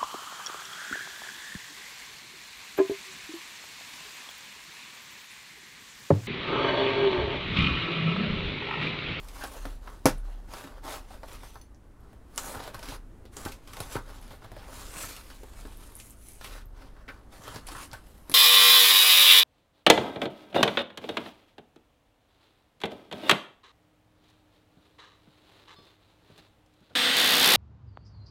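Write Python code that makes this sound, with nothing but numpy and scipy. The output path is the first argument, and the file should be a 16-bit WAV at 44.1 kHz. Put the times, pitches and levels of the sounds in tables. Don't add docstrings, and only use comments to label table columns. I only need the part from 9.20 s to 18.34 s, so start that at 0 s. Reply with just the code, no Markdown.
import sys
import numpy as np
from scipy import signal
from scipy.io import wavfile
from scipy.ndimage import uniform_filter1d

SR = 44100
rng = np.random.default_rng(int(sys.argv[2]) if len(sys.argv) > 2 else 0)


def attenuation_scalar(level_db):
    decades = np.asarray(level_db, float) / 20
    return 10 ** decades


def log_audio(samples):
    frames = np.atleast_2d(samples).T
    limited = np.clip(frames, -1, 1)
    pcm = np.round(limited * 32767).astype(np.int16)
    wavfile.write(sys.argv[1], SR, pcm)


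N = 403074

# time of most pressure [s],
# build-up [s], let-go [s], wall level [dB], brightness [dB].
LIFT_STROKES = [(0.05, 0.64, .5, -54, -6.5), (0.23, 0.082, 0.17, -45, -8.5), (0.47, 0.11, 0.1, -48.5, -10),
                (0.69, 0.084, 0.12, -49, -16), (0.953, 0.34, 0.12, -56, -13),
                (1.078, 0.08, 0.24, -55, -15.5), (1.357, 0.076, 0.17, -44.5, -10.5),
                (1.651, 0.025, 0.2, -42, -16.5), (1.725, 0.073, 0.074, -39, -6.5),
                (1.951, 0.14, 0.046, -50.5, -12.5), (2.12, 0.12, 0.13, -51, -7),
                (2.26, .1, 0.17, -56, -4.5), (2.86, 0.092, 0.25, -60, -20.5), (1.52, 0.12, 0.1, -52, -25),
                (0.37, 0.066, 0.06, -46.5, -9)]
# [s, s, s, dB, dB].
TURN_STROKES = [(4.894, 0.049, 0.25, -52, -11.5), (5.03, 0.045, .08, -64, -3),
                (5.118, 0.049, 0.09, -53, -9), (5.243, 0.072, 0.35, -55.5, -15.5),
                (5.4, 0.062, 0.18, -50, -15), (5.557, 0.097, 0.26, -45, -6.5),
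                (5.818, 0.13, 0.16, -41.5, -2), (6.08, 0.18, 0.24, -58, -2), (6.38, 0.22, 0.65, -56, -7.5),
                (7.78, 0.05, 0.17, -55, -36), (6.75, 1, 0.083, -61.5, -4), (6.85, 0.12, 0.11, -66.5, 9.5),
                (7.094, 0.14, 0.19, -66, 7), (7.254, 0.049, 0.1, -47.5, -5), (7.36, 0.12, 0.073, -46, -12),
                (7.625, 0.1, 0.12, -52, -18)]
# [s, s, s, dB, dB].
CUT_STROKES = [(3.15, 0.049, .1, -69, -15), (3.2, .02, .15, -44, -7), (3.27, 0.11, 0.096, -45.5, 0),
               (3.35, 0.18, 0.075, -39.5, -16), (3.477, 0.12, 0.057, -46, -12),
               (3.6, 0.096, 0.31, -62, -22), (3.72, 0.16, 0.055, -41.5, -11), (4.067, 0.022, .07, -76, -33),
               (4.135, .015, .1, -55, -5), (4.18, 0.02, 0.15, -43.5, -11), (4.27, 0.098, 0.094, -45, -9),
               (4.485, 0.02, 0.67, -48.5, -15), (4.62, 0.17, 0.18, -53.5, -3),
               (4.747, 0.065, 0.041, -43.5, -3), (7.91, .04, 0.13, -52, -20),
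               (8.14, 0.035, 0.24, -52.5, -8), (8.27, 0.061, 0.18, -45, -12),
               (8.366, 0.056, 0.042, -41, -13.5), (8.49, 0.052, 0.07, -45, -15),
               (8.565, 0.022, 0.1, -45.5, -11.5), (8.63, 0.08, 0.045, -44, -5.5),
               (8.74, 0.073, 0.11, -51, -14.5), (8.87, 0.063, 0.43, -63, -4.5),
               (9.1, 0.063, .3, -53.5, -13)]
# [s, s, s, dB, dB].
JERK_STROKES = [(.165, 0.033, 0.037, -45, -11), (1.4, .04, .05, -48, -10), (1.575, .02, 0.027, -50, -17),
                (1.69, .04, .04, -41, -17), (2.09, .015, 0.046, -52, -10), (2.145, .03, .03, -50.5, -5.5),
                (2.165, .015, 0.018, -49, -17), (3.4, .02, 0.02, -41.5, -14), (3.44, 0.018, .03, -45, -10),
                (3.55, 0.014, 0.026, -44.5, -9), (3.635, .01, 0.032, -49, -8), (3.66, .01, .03, -56, -8),
                (3.69, .02, .04, -44, -19), (3.75, 0.016, 0.022, -44.5, -16),
                (4.785, .02, 0.036, -42.5, -31), (5.62, 0.035, 0.093, -51, -16), (5.75, .03, .04, -50, -8),
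                (5.9, .05, 0.044, -57, -7), (5.975, .015, 0.072, -50, -5), (6.11, .015, 0.067, -59, -9),
                (6.4, 0.072, 0.05, -59, -5), (6.63, .04, 0.11, -54.5, -8), (8.24, 0.009, .04, -54, -9),
                (8.52, .015, .03, -40, -12), (8.605, 0.013, .04, -53, -7)]
# wall level [dB], scratch level [dB], hiss level [dB].
RESTING_HAND = (-68, -93, -88)
# time [s], pitch [Hz], scratch level [dB].
CONTACT_PATHS = [
    [(0.0, 906, 0), (0.63, 800, 0), (0.72, 1090, -3.5), (0.87, 658, 0.5), (1.38, 790, 0), (2.06, 700, 1),
     (2.16, 1140, 0.5), (2.21, 837, 3.5), (2.45, 776, 0)],
    [(3.15, 901, -2), (3.208, 900, -5.5), (3.37, 800, -2), (3.408, 663, 2.5), (3.558, 936, 0.5),
     (3.6, 785, 0.5), (3.694, 1200, 2.5), (3.782, 905, 1.5), (3.8, 898, 0)],
    [(4.1, 709, 5), (4.132, 950, -1.5), (4.288, 1110, -3.5), (4.414, 858, 6.5), (4.524, 1110, 0.5),
     (4.584, 752, 0.5), (4.78, 967, 0.5), (5.378, 638, 2.5), (5.45, 917, 3)],
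    [(5.46, 744, -0.5), (5.66, 1140, 0), (6.18, 965, 2.5), (6.21, 598, 1), (6.79, 1060, 0.5),
     (6.95, 639, 0.5), (7.41, 1210, 2), (7.52, 754, 0.5), (7.8, 1040, 6)],
    [(7.85, 1280, -2), (7.924, 1420, 1), (8.028, 676, 3), (8.226, 950, -0.5), (8.794, 1130, 2),
     (8.826, 743, 2.5), (8.996, 970, -0.5), (9.06, 804, 0), (9.14, 1240, 5)],
]
# time [s], pitch [Hz].
GRIP_PATH = [(0, 6840), (1.7, 6500), (3.2, 5800), (3.33, 9000), (3.45, 6000), (4.2, 7450), (5.4, 6230),
             (5.8, 8950), (6.0, 5560), (6.75, 10800), (7.18, 9900), (7.25, 6300), (8.45, 6900),
             (8.62, 9700), (8.75, 8500), (8.86, 11500), (9.0, 12500)]
# frequency [Hz], level [dB per Hz].
WALL_SPECTRUM = [(90, -23), (150, 0), (190, -14.5), (265, 1.5), (350, -6), (440, -2), (700, -2),
                 (1100, -5.5), (1500, -5), (2200, -12), (3200, -43.5)]
# frequency [Hz], level [dB per Hz].
SCRATCH_SPECTRUM = [(1200, -22), (2100, 0.5), (3000, -0.5), (4000, -1.5), (5300, -3.5), (7500, -29)]
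# frequency [Hz], level [dB per Hz].
HISS_SPECTRUM = [(4000, -30), (5700, 0), (8000, -1), (10500, 0), (13000, -5.5), (14500, -8.5), (15800, -12)]
# frequency [Hz], level [dB per Hz].
THUMP_SPECTRUM = [(45, -45.5), (80, 8), (135, 5), (190, -15), (260, 3), (350, -30.5)]
# start [s], wall level [dB], wall pitch [Hz], thump over wall [dB].
DULL_KNOCKS = [(0.452, -25, 293, -24), (0.673, -33.5, 935, -33), (1.439, -29.5, 260, -40),
               (1.633, -41, 751, -16), (1.905, -39.5, 776, -13), (2.031, -31, 700, -24),
               (2.232, -34, 850, -15), (2.3555, -35, 800, -17), (2.929, -43.5, 364, -10),
               (3.347, -29.5, 660, -8), (3.4, -29, 607, -34), (4.259, -29, 900, -8),
               (4.752, -27, 1200, -14), (4.754, -32, 2200, -30), (4.9, -41, 522, -12),
               (5.107, -39, 900, -8), (5.13, -43, 498, -14), (5.219, -40, 800, -20), (5.244, -37, 800, -10),
               (5.316, -35, 520, -9.5), (5.364, -36, 520, -12), (6.231, -36.5, 403, -9),
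               (6.451, -34, 285, -31), (5.48, -41, 500, -20), (7.879, -34, 2010, -37),
               (7.887, -31.5, 1500, -33.5), (7.9, -35.5, 1300, -25), (8.36, -31.5, 320, -14.5),
               (4.26, -31, 1200, -30), (4.764, -28, 900, -12), (8.344, -34, 1090, -7),
               (8.549, -31.5, 1100, -18), (9.0957, -28, 260, -28)]
# start [s], wall level [dB], wall pitch [Hz],
# snap over wall [dB].
TAPE_SNAGS = [(0.084, -43.5, 2190, -3), (0.453, -50, 2350, 6), (0.671, -44.5, 2190, -15),
              (1.305, -52, 780, -12), (1.941, -45, 650, -9), (2.082, -44, 616, -8),
              (4.715, -43.5, 1080, -5.5), (5.024, -47.5, 750, -3), (5.077, -46, 610, -6),
              (8.122, -55, 760, -3), (8.208, -46, 570, -16), (8.236, -44, 1070, -7),
              (0.236, -26, 755, -8.5), (1.335, -29, 1040, -10.5), (3.1765, -25, 1090, -1.5),
              (3.627, -33, 1460, -9), (3.676, -44, 1600, -8), (3.743, -38, 958, -12),
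              (4.052, -44, 400, -11), (4.165, -34.5, 306, -7.5), (4.25, -33.5, 800, -1.5),
              (4.473, -47, 1070, -1), (6.1, -39.5, 1500, -7), (6.798, -44, 2200, 0.5),
              (7.21, -35, 1410, -11), (7.764, -48, 1500, -18), (7.62, -42, 1400, -18),
              (7.885, -42, 2800, -14), (8.485, -33, 920, -6.5), (9.1148, -29.5, 277, -4.5)]
# start [s], wall level [dB], wall pitch [Hz],
# snap over wall [dB].
FIRM_JABS = [(3.475, -33, 681, -15), (3.543, -32.5, 1090, -8.5), (3.591, -41, 600, -2),
             (3.654, -44, 581, 2), (3.721, -35, 975, -16), (4.319, -47.5, 253.6, 8.5),
             (4.532, -38, 1050, -2), (4.567, -35.5, 720, -6), (4.602, -27, 696, -7),
             (5.832, -31, 1330, -12), (5.963, -47, 514, 7.5), (7.243, -32.5, 2300, -7.5),
             (8.278, -32, 1100, -10.5), (8.47, -55.5, 487, 16), (8.516, -37.5, 270, -5.5),
             (8.73, -32, 760, -7)]
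# wall level [dB], thump level [dB], scratch level [dB], snap level [dB].
SET_DOWN = (-5, -33, -27.5, -26)
# frequency [Hz], level [dB], T60 [s].
BOX_MODES = [(149, -8.5, 0.068), (275, -7, 0.066), (285, -6, 0.03), (329.5, 1.5, 0.029), (410, 0, 0.035),
             (506, 1.5, 0.05), (620, 1, 0.04), (680, -8, 0.043), (850, 2, 0.02), (1050, 1, 0.018),
             (1460, -17, 0.07), (2300, -8, 0.015)]
# time of middle [s], level [dB], pitch [Hz].
PALM_PUSHES = [
    (4.7568, -20.5, 400),
    (4.2625, -26, 300),
    (4.262, -34, 100),
    (4.764, -31, 105),
    (4.61, -36, 110),
    (8.2, -44, 155),
    (5.77, -39, 155),
    (4.6045, -29, 600),
    (9.099, -32, 250),
]
# start [s], length [s], pitch [Hz], level [dB].
FLAP_SQUEAKS = [(.208, 0.082, 1560, -43), (0.22, 0.035, 2740, -49), (5.738, 0.033, 1080, -47),
                (8.548, 0.12, 1020, -50), (8.548, 0.13, 1500, -54), (4.763, 0.025, 1450, -41),
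                (4.76, 0.04, 960, -45), (8.25, .11, 3150, -55), (3.29, 0.068, 4100, -57),
                (7.885, .04, 1480, -44), (7.882, 0.04, 2220, -48.5), (4.26, 0.023, 1506, -44),
                (8.732, 0.038, 1560, -44.5), (2.33, .07, 12750, -71), (4.262, .03, 800, -42),
                (.208, .06, 890, -48)]
# start [s], peak level [dB], # pitch
# [Hz].
TAPE_CRACKLES = [(0.0842, -33, 8900), (0.856, -1.5, 5770), (0.982, -33, 9700), (1.1174, -52, 6000),
                 (1.64, -35, 7700), (2.5461, -41, 5800), (2.805, -46, 12060), (3.16, -23.5, 10000),
                 (3.1776, -6, 7400), (3.1812, -19, 5500), (3.1602, -30, 5500), (4.1685, -16.5, 7160),
                 (4.25, -25, 5180), (4.604, -19, 10000), (5.014, -34, 11200), (5.1058, -34, 3500),
                 (6.766, -25, 12500), (6.572, -29, 11650), (6.7533, -19.5, 10100), (6.789, -25, 9700),
                 (6.8015, -24.5, 7520), (6.9064, -26, 8500), (7.0857, -22.5, 10200), (7.1327, -31, 10900),
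                 (7.153, -32, 9880), (7.4565, -36, 13300), (8.2365, -30, 6060), (8.3597, -20.5, 4900),
                 (8.4686, -20, 9660), (8.7147, -25.5, 4740), (9.0966, -13.5, 10900), (9.0968, -22.5, 4950),
                 (9.1158, -12.5, 10400), (4.6025, -23, 3500), (3.4353, -31, 3500), (3.4655, -31, 3000),
                 (3.7196, -27, 3600), (4.7141, -30, 4000)]
# start [s], peak level [dB], pitch
# [Hz].
SMALL_CRACKLES = [(4.0605, -42, 3600), (4.2854, -29, 4460), (6.7216, -41, 12100), (6.8985, -36, 12500),
                  (6.915, -41, 12000), (6.86, -42, 10200), (6.971, -45, 9000), (7.103, -42, 10000),
                  (6.988, -45, 9890), (7.0154, -46, 11900), (7.0389, -42, 10300), (7.0524, -42, 11260),
                  (7.1114, -40, 11500), (8.8864, -46, 11800), (8.8994, -51, 8120), (8.9794, -45, 11700)]
# start [s], peak level [dB].
BLADE_CLINKS = [
    (2.343, -48),
    (2.355, -44),
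    (2.372, -46),
    (2.3864, -45),
    (2.414, -35),
]
# frequency [Hz], level [dB], T60 [s].
BLADE_MODES = [(4400, -4, .022), (5200, -2, .012), (6100, -2, .025), (9850, 0, .025), (10200, -3, .04),
               (12800, -12, .012), (14700, -8, .012)]
# time of most sway [s], level [dB].
TABLE_NUDGES = [(0.01, -42.5), (0.43, -36), (0.939, -33), (1.55, -45), (1.8, -47.5), (1.97, -50),
                (2.16, -47.5), (2.67, -68), (3.2, -50), (3.45, -56), (3.69, -43), (4.25, -47.5),
                (4.55, -50), (4.8, -43.5), (4.99, -49), (5.35, -47.5), (5.65, -48), (5.88, -52),
                (6.16, -48.5), (6.4, -44.5), (6.53, -51), (7.15, -50.5), (7.34, -42.5), (7.52, -58),
                (7.72, -50), (8.3, -55), (8.47, -50), (8.8, -54)]
# frequency [Hz], level [dB per Hz].
AIR_SPECTRUM = [(20, -3), (60, -8.5), (110, -19), (150, -17), (250, -15.5), (400, -21), (800, -30),
                (1500, -35), (2500, -42), (5000, -49.5), (10000, -48.5), (15800, -57)]
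# frequency [Hz], T60 [s].
ROOM_DECAY = [(100, 0.3), (500, 0.15), (2000, 0.18), (8000, 0.14)]

LAG_S = 0.0014


def rubbing():
    t = np.arange(N) / SR
    wall_rest_db, scratch_rest_db, hiss_rest_db = RESTING_HAND
    wall_press = pressure(wall_rest_db, lift_db=0, bright_share=0)
    scratch_press = pressure(scratch_rest_db, lift_db=0.5, bright_share=0.56)
    hiss_press = pressure(hiss_rest_db, lift_db=0, bright_share=1)
    clumps = drift(24)
    fine = grit(2500, 3.8, 1.86)

    when, sing_hz, scratch_db = np.concatenate(CONTACT_PATHS).T
    slips = mottle(grit(900, 2.2, 1.31), 2.0)
    singing = resonate(slips, np.interp(t, when, sing_hz), 414)
    wall = attenuation_scalar(-3.5) * colour(slips, WALL_SPECTRUM) + attenuation_scalar(-5.5) * singing

    scrapes = mottle(grit(2500, 1.96, 1.0), 1.95)
    scratch = colour(scrapes, SCRATCH_SPECTRUM) * attenuation_scalar(np.interp(t, when, scratch_db))

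    grip = resonate(fine, np.interp(t, *np.transpose(GRIP_PATH)), 2140)
    hiss = mottle(attenuation_scalar(1.5) * colour(fine, HISS_SPECTRUM) + attenuation_scalar(-3.5) * grip, 2.4)

    out = wall_press * attenuation_scalar(-4.0 + 0.89 * clumps) * wall
    out += scratch_press * attenuation_scalar(-4.5 + 1.3 * clumps) * scratch
    return out + hiss_press * attenuation_scalar(-3.5 + 1.3 * clumps) * hiss


def pressure(rest_db, lift_db, bright_share):
    power = attenuation_scalar(rest_db) ** 2
    for s, rise_s, fall_s, db, bright_db in LIFT_STROKES + TURN_STROKES + CUT_STROKES + JERK_STROKES:
        power = power + swell(s, rise_s, fall_s, db + lift_db + bright_share * bright_db)
    return level(power)


def knocks():
    # start, wall dB, wall Hz, thump dB, scratch dB, snap dB
    blows = [(s, db, hz, db + thump, db - 24, db - 37) for s, db, hz, thump in DULL_KNOCKS]
    for rows, thump in ((TAPE_SNAGS, -27), (FIRM_JABS, -16)):
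        for s, db, hz, snap in rows:
            blows.append((s, db, hz, db + thump, db - 3 + 0.92 * snap, db + snap))

    out, drives, t = np.zeros(N), np.zeros((4, N)), np.arange(6000) / SR
    for s, wall_db, hz, thump_db, scratch_db, snap_db in blows:
        noise = rng.standard_normal(len(t))
        rattle = noise * (attenuation_scalar(-60 * t / 0.12) + 1.96 * attenuation_scalar(-60 * t / 0.019))
        width_hz = 0.7 * hz + 100
        patch = evened(resonate(resonate(noise, hz, width_hz), hz, width_hz))
        patch *= np.minimum(t / 0.0035, 1) * attenuation_scalar(-60 * t / 0.071)
        edge = np.exp(-t / 0.0014) * np.cos(2 * np.pi * hz * t) * (t > 0)
        edge = uniform_filter1d(edge, size=5)
        add(out, s + LAG_S, attenuation_scalar(wall_db - 9) * patch - attenuation_scalar(wall_db - 2.0) * edge)
        drive_db = (wall_db - 19.5, thump_db - 4.0, scratch_db - 8.5, snap_db - 14)
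        for drive, db in zip(drives, drive_db):
            add(drive, s + LAG_S, attenuation_scalar(db) * rattle)
    spectra = (WALL_SPECTRUM, THUMP_SPECTRUM, SCRATCH_SPECTRUM, HISS_SPECTRUM)
    return out + sum(colour(drive, points) for drive, points in zip(drives, spectra))


def drop():
    wall_db, thump_db, scratch_db, snap_db = SET_DOWN
    out, t = np.zeros(N), np.arange(12000) / SR
    slaps = attenuation_scalar(2 * evened(uniform_filter1d(rng.standard_normal(len(t)), size=60)))
    rattle = rng.standard_normal(len(t)) * slaps * attenuation_scalar(-60 * t / 0.14)
    rise = np.minimum(t / 0.001, 1)
    layers = ((thump_db - 20.5, THUMP_SPECTRUM), (wall_db - 15.0, WALL_SPECTRUM),
              (scratch_db - 0.5, SCRATCH_SPECTRUM), (snap_db - 3.0, HISS_SPECTRUM))
    landing = sum(attenuation_scalar(db) * colour(rattle * rise, points) for db, points in layers)
    late = t - 0.0008
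    crack = 0.4 * np.exp(-abs(late) / 0.00015) * np.cos(2 * np.pi * 10800 * late)
    boom = ring(BOX_MODES, t) * np.minimum(0.5 + t / 0.006, 1) * rise
    boom = uniform_filter1d(boom, size=9)
    add(out, 0.8564, landing - attenuation_scalar(wall_db - 2.5) * boom - crack)
    return out


def pushes():
    out, t = np.zeros(N), np.arange(-1500, 1500) / SR
    for s, db, hz in PALM_PUSHES:
        bell = np.exp(-(t * hz / 0.6) ** 2)
        add(out, s + t[0], attenuation_scalar(db) * bell * np.sin(2 * np.pi * hz * t))
    return out


def squeaks():
    out = np.zeros(N)
    for s, length_s, hz, db in FLAP_SQUEAKS:
        noise = rng.standard_normal(6000)
        width_hz = 150 + 0.06 * hz
        tone = evened(resonate(resonate(noise, hz, width_hz), hz, width_hz))
        progress = np.minimum(np.arange(len(noise)) / SR / length_s, 1)
        add(out, s, attenuation_scalar(db) * tone * np.sin(np.pi * progress ** 0.45))
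    return out


def crackles():
    out, t = np.zeros(N), np.arange(400) / SR
    u = t / 0.00013
    ticks = [(s, db + 6.0, hz) for s, db, hz in SMALL_CRACKLES]
    for s, db, hz in TAPE_CRACKLES + ticks:
        cycles = u * np.exp(-u) * np.sin(2 * np.pi * hz * t + 0.36)
        add(out, s + LAG_S / 2 - 0.0001, -attenuation_scalar(db + 1.0) * cycles)
    return out


def blade():
    out, t = np.zeros(N), np.arange(6000) / SR
    for s, db in BLADE_CLINKS:
        noise = rng.standard_normal(len(t))
        chatter = abs(noise) * attenuation_scalar(-60 * t / 0.0003) + 0.15 * noise * attenuation_scalar(-60 * t / 0.01)
        add(out, s, attenuation_scalar(db - 14) * signal.oaconvolve(chatter, ring(BLADE_MODES, t)))
    return out


def table():
    rise_s, fall_s = 0.078, 0.36
    sway = level(sum(swell(s, rise_s, fall_s, db) for s, db in TABLE_NUDGES))
    wobble_db = drift(4)
    rock_hz = 34.8 + 1.84 * drift(3.5)
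    return np.sqrt(2) * sway * attenuation_scalar(wobble_db) * np.sin(2 * np.pi * np.cumsum(rock_hz) / SR)


def motor():
    turn = 2 * np.pi * np.cumsum(27.1 + 0.3 * drift(3.27)) / SR
    hum = np.zeros(N)
    for order, db in enumerate([-79, -57, -63, -65.5], start=1):
        hum += np.sqrt(2) * attenuation_scalar(db + 3.5 * drift(4.9)) * np.sin(order * turn)
    air = colour(rng.standard_normal(N), AIR_SPECTRUM)
    above = signal.sosfilt(signal.butter(4, 130, "high", fs=SR, output="sos"), air)
    return hum + attenuation_scalar(-59 + 1.3 * drift(0.63)) * air / above.std()


def room(x):
    taps = np.zeros(SR // 2)
    at = np.arange(150, len(taps) - 20, 20)
    taps[at + rng.integers(0, 20, len(at))] = rng.choice([-1., 1.], len(at))
    hz, t, z = signal.stft(taps, SR, nperseg=256)
    decay = attenuation_scalar(-60 * t / read(ROOM_DECAY, hz)[:, None])
    tail = signal.istft(z * decay, SR, nperseg=256)[1]
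    return signal.oaconvolve(x, tail / np.linalg.norm(tail))[:N]


def swell(s, rise_s, fall_s, db):
    t = np.arange(0, N + 200, 100) / SR - s
    away = np.where(t < 0, -t / max(rise_s, 0.01), t / max(fall_s, 0.01))
    return attenuation_scalar(db - 15 * away ** 1.6) ** 2


def level(power):
    return np.interp(np.arange(N) / 100, np.arange(len(power)), np.sqrt(power))


def grit(per_s, spread_db, smooth):
    sizes = attenuation_scalar(spread_db * np.minimum(rng.exponential(1, N), 5))
    slips = sizes * (rng.random(N) < per_s / SR)
    return evened(evened(slips * rng.standard_normal(N)) + smooth * rng.standard_normal(N))


def mottle(x, patchy_db):
    hz, t, z = signal.stft(x, nperseg=512)
    patches = uniform_filter1d(rng.standard_normal(z.shape), size=4, axis=0)
    patches = uniform_filter1d(patches, size=11, axis=1)
    return signal.istft(z * attenuation_scalar(patchy_db * evened(patches)), nperseg=512)[1][:N]


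def drift(per_s):
    noise = uniform_filter1d(rng.standard_normal(N), size=200)
    return evened(signal.lfilter([1], [1, -np.exp(-2 * np.pi * per_s / SR)], noise))


def resonate(x, hz, width_hz):
    turn = np.exp(2j * np.pi * np.cumsum(hz * np.ones(len(x))) / SR)
    r = np.exp(-np.pi * width_hz / SR)
    smooth = signal.lfilter([np.sqrt((1 - r * r) / 2)], [1, -r], x / turn)
    return 2 * (turn * smooth).real


def ring(modes, t):
    hz, db, t60 = np.transpose(modes)[:, :, None]
    return (attenuation_scalar(db - 60 * t / t60) * np.sin(2 * np.pi * hz * t)).sum(0)


def colour(x, points):
    hz = abs(np.fft.fftfreq(8192, 1 / SR))
    gain = np.log(attenuation_scalar(np.maximum(read(points, hz), -90)))
    taps = np.fft.ifft(np.exp(gain - 1j * signal.hilbert(gain).imag)).real[:4096]
    return signal.oaconvolve(x, taps / np.linalg.norm(taps))[:len(x)]


def read(points, hz):
    f, value = np.transpose(points)
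    return np.interp(np.log(hz + 1), np.log(f + 1), value)


def evened(x):
    return x / np.sqrt(np.mean(x ** 2) + 1e-20)


def add(mix, s, sound):
    part = mix[round(s * SR):][:len(sound)]
    part += sound[:len(part)]


def scene():
    slow = rubbing() + knocks() + squeaks() + drop() + pushes()
    sharp = crackles() + blade()
    echo = room(attenuation_scalar(-11.0) * slow + attenuation_scalar(-3.0) * sharp)
    return (slow + sharp + echo + table() + motor())[None]


def band_limit(x):
    return signal.sosfilt(signal.butter(12, 16830, fs=SR, output="sos"), x)


def record(dry):
    held = np.clip(dry, -0.93, 0.93)
    limited = signal.oaconvolve(held, signal.firwin(255, 15850, fs=SR)[None], "same")
    return band_limit(limited)


dry = scene()
out = record(dry)
log_audio(out)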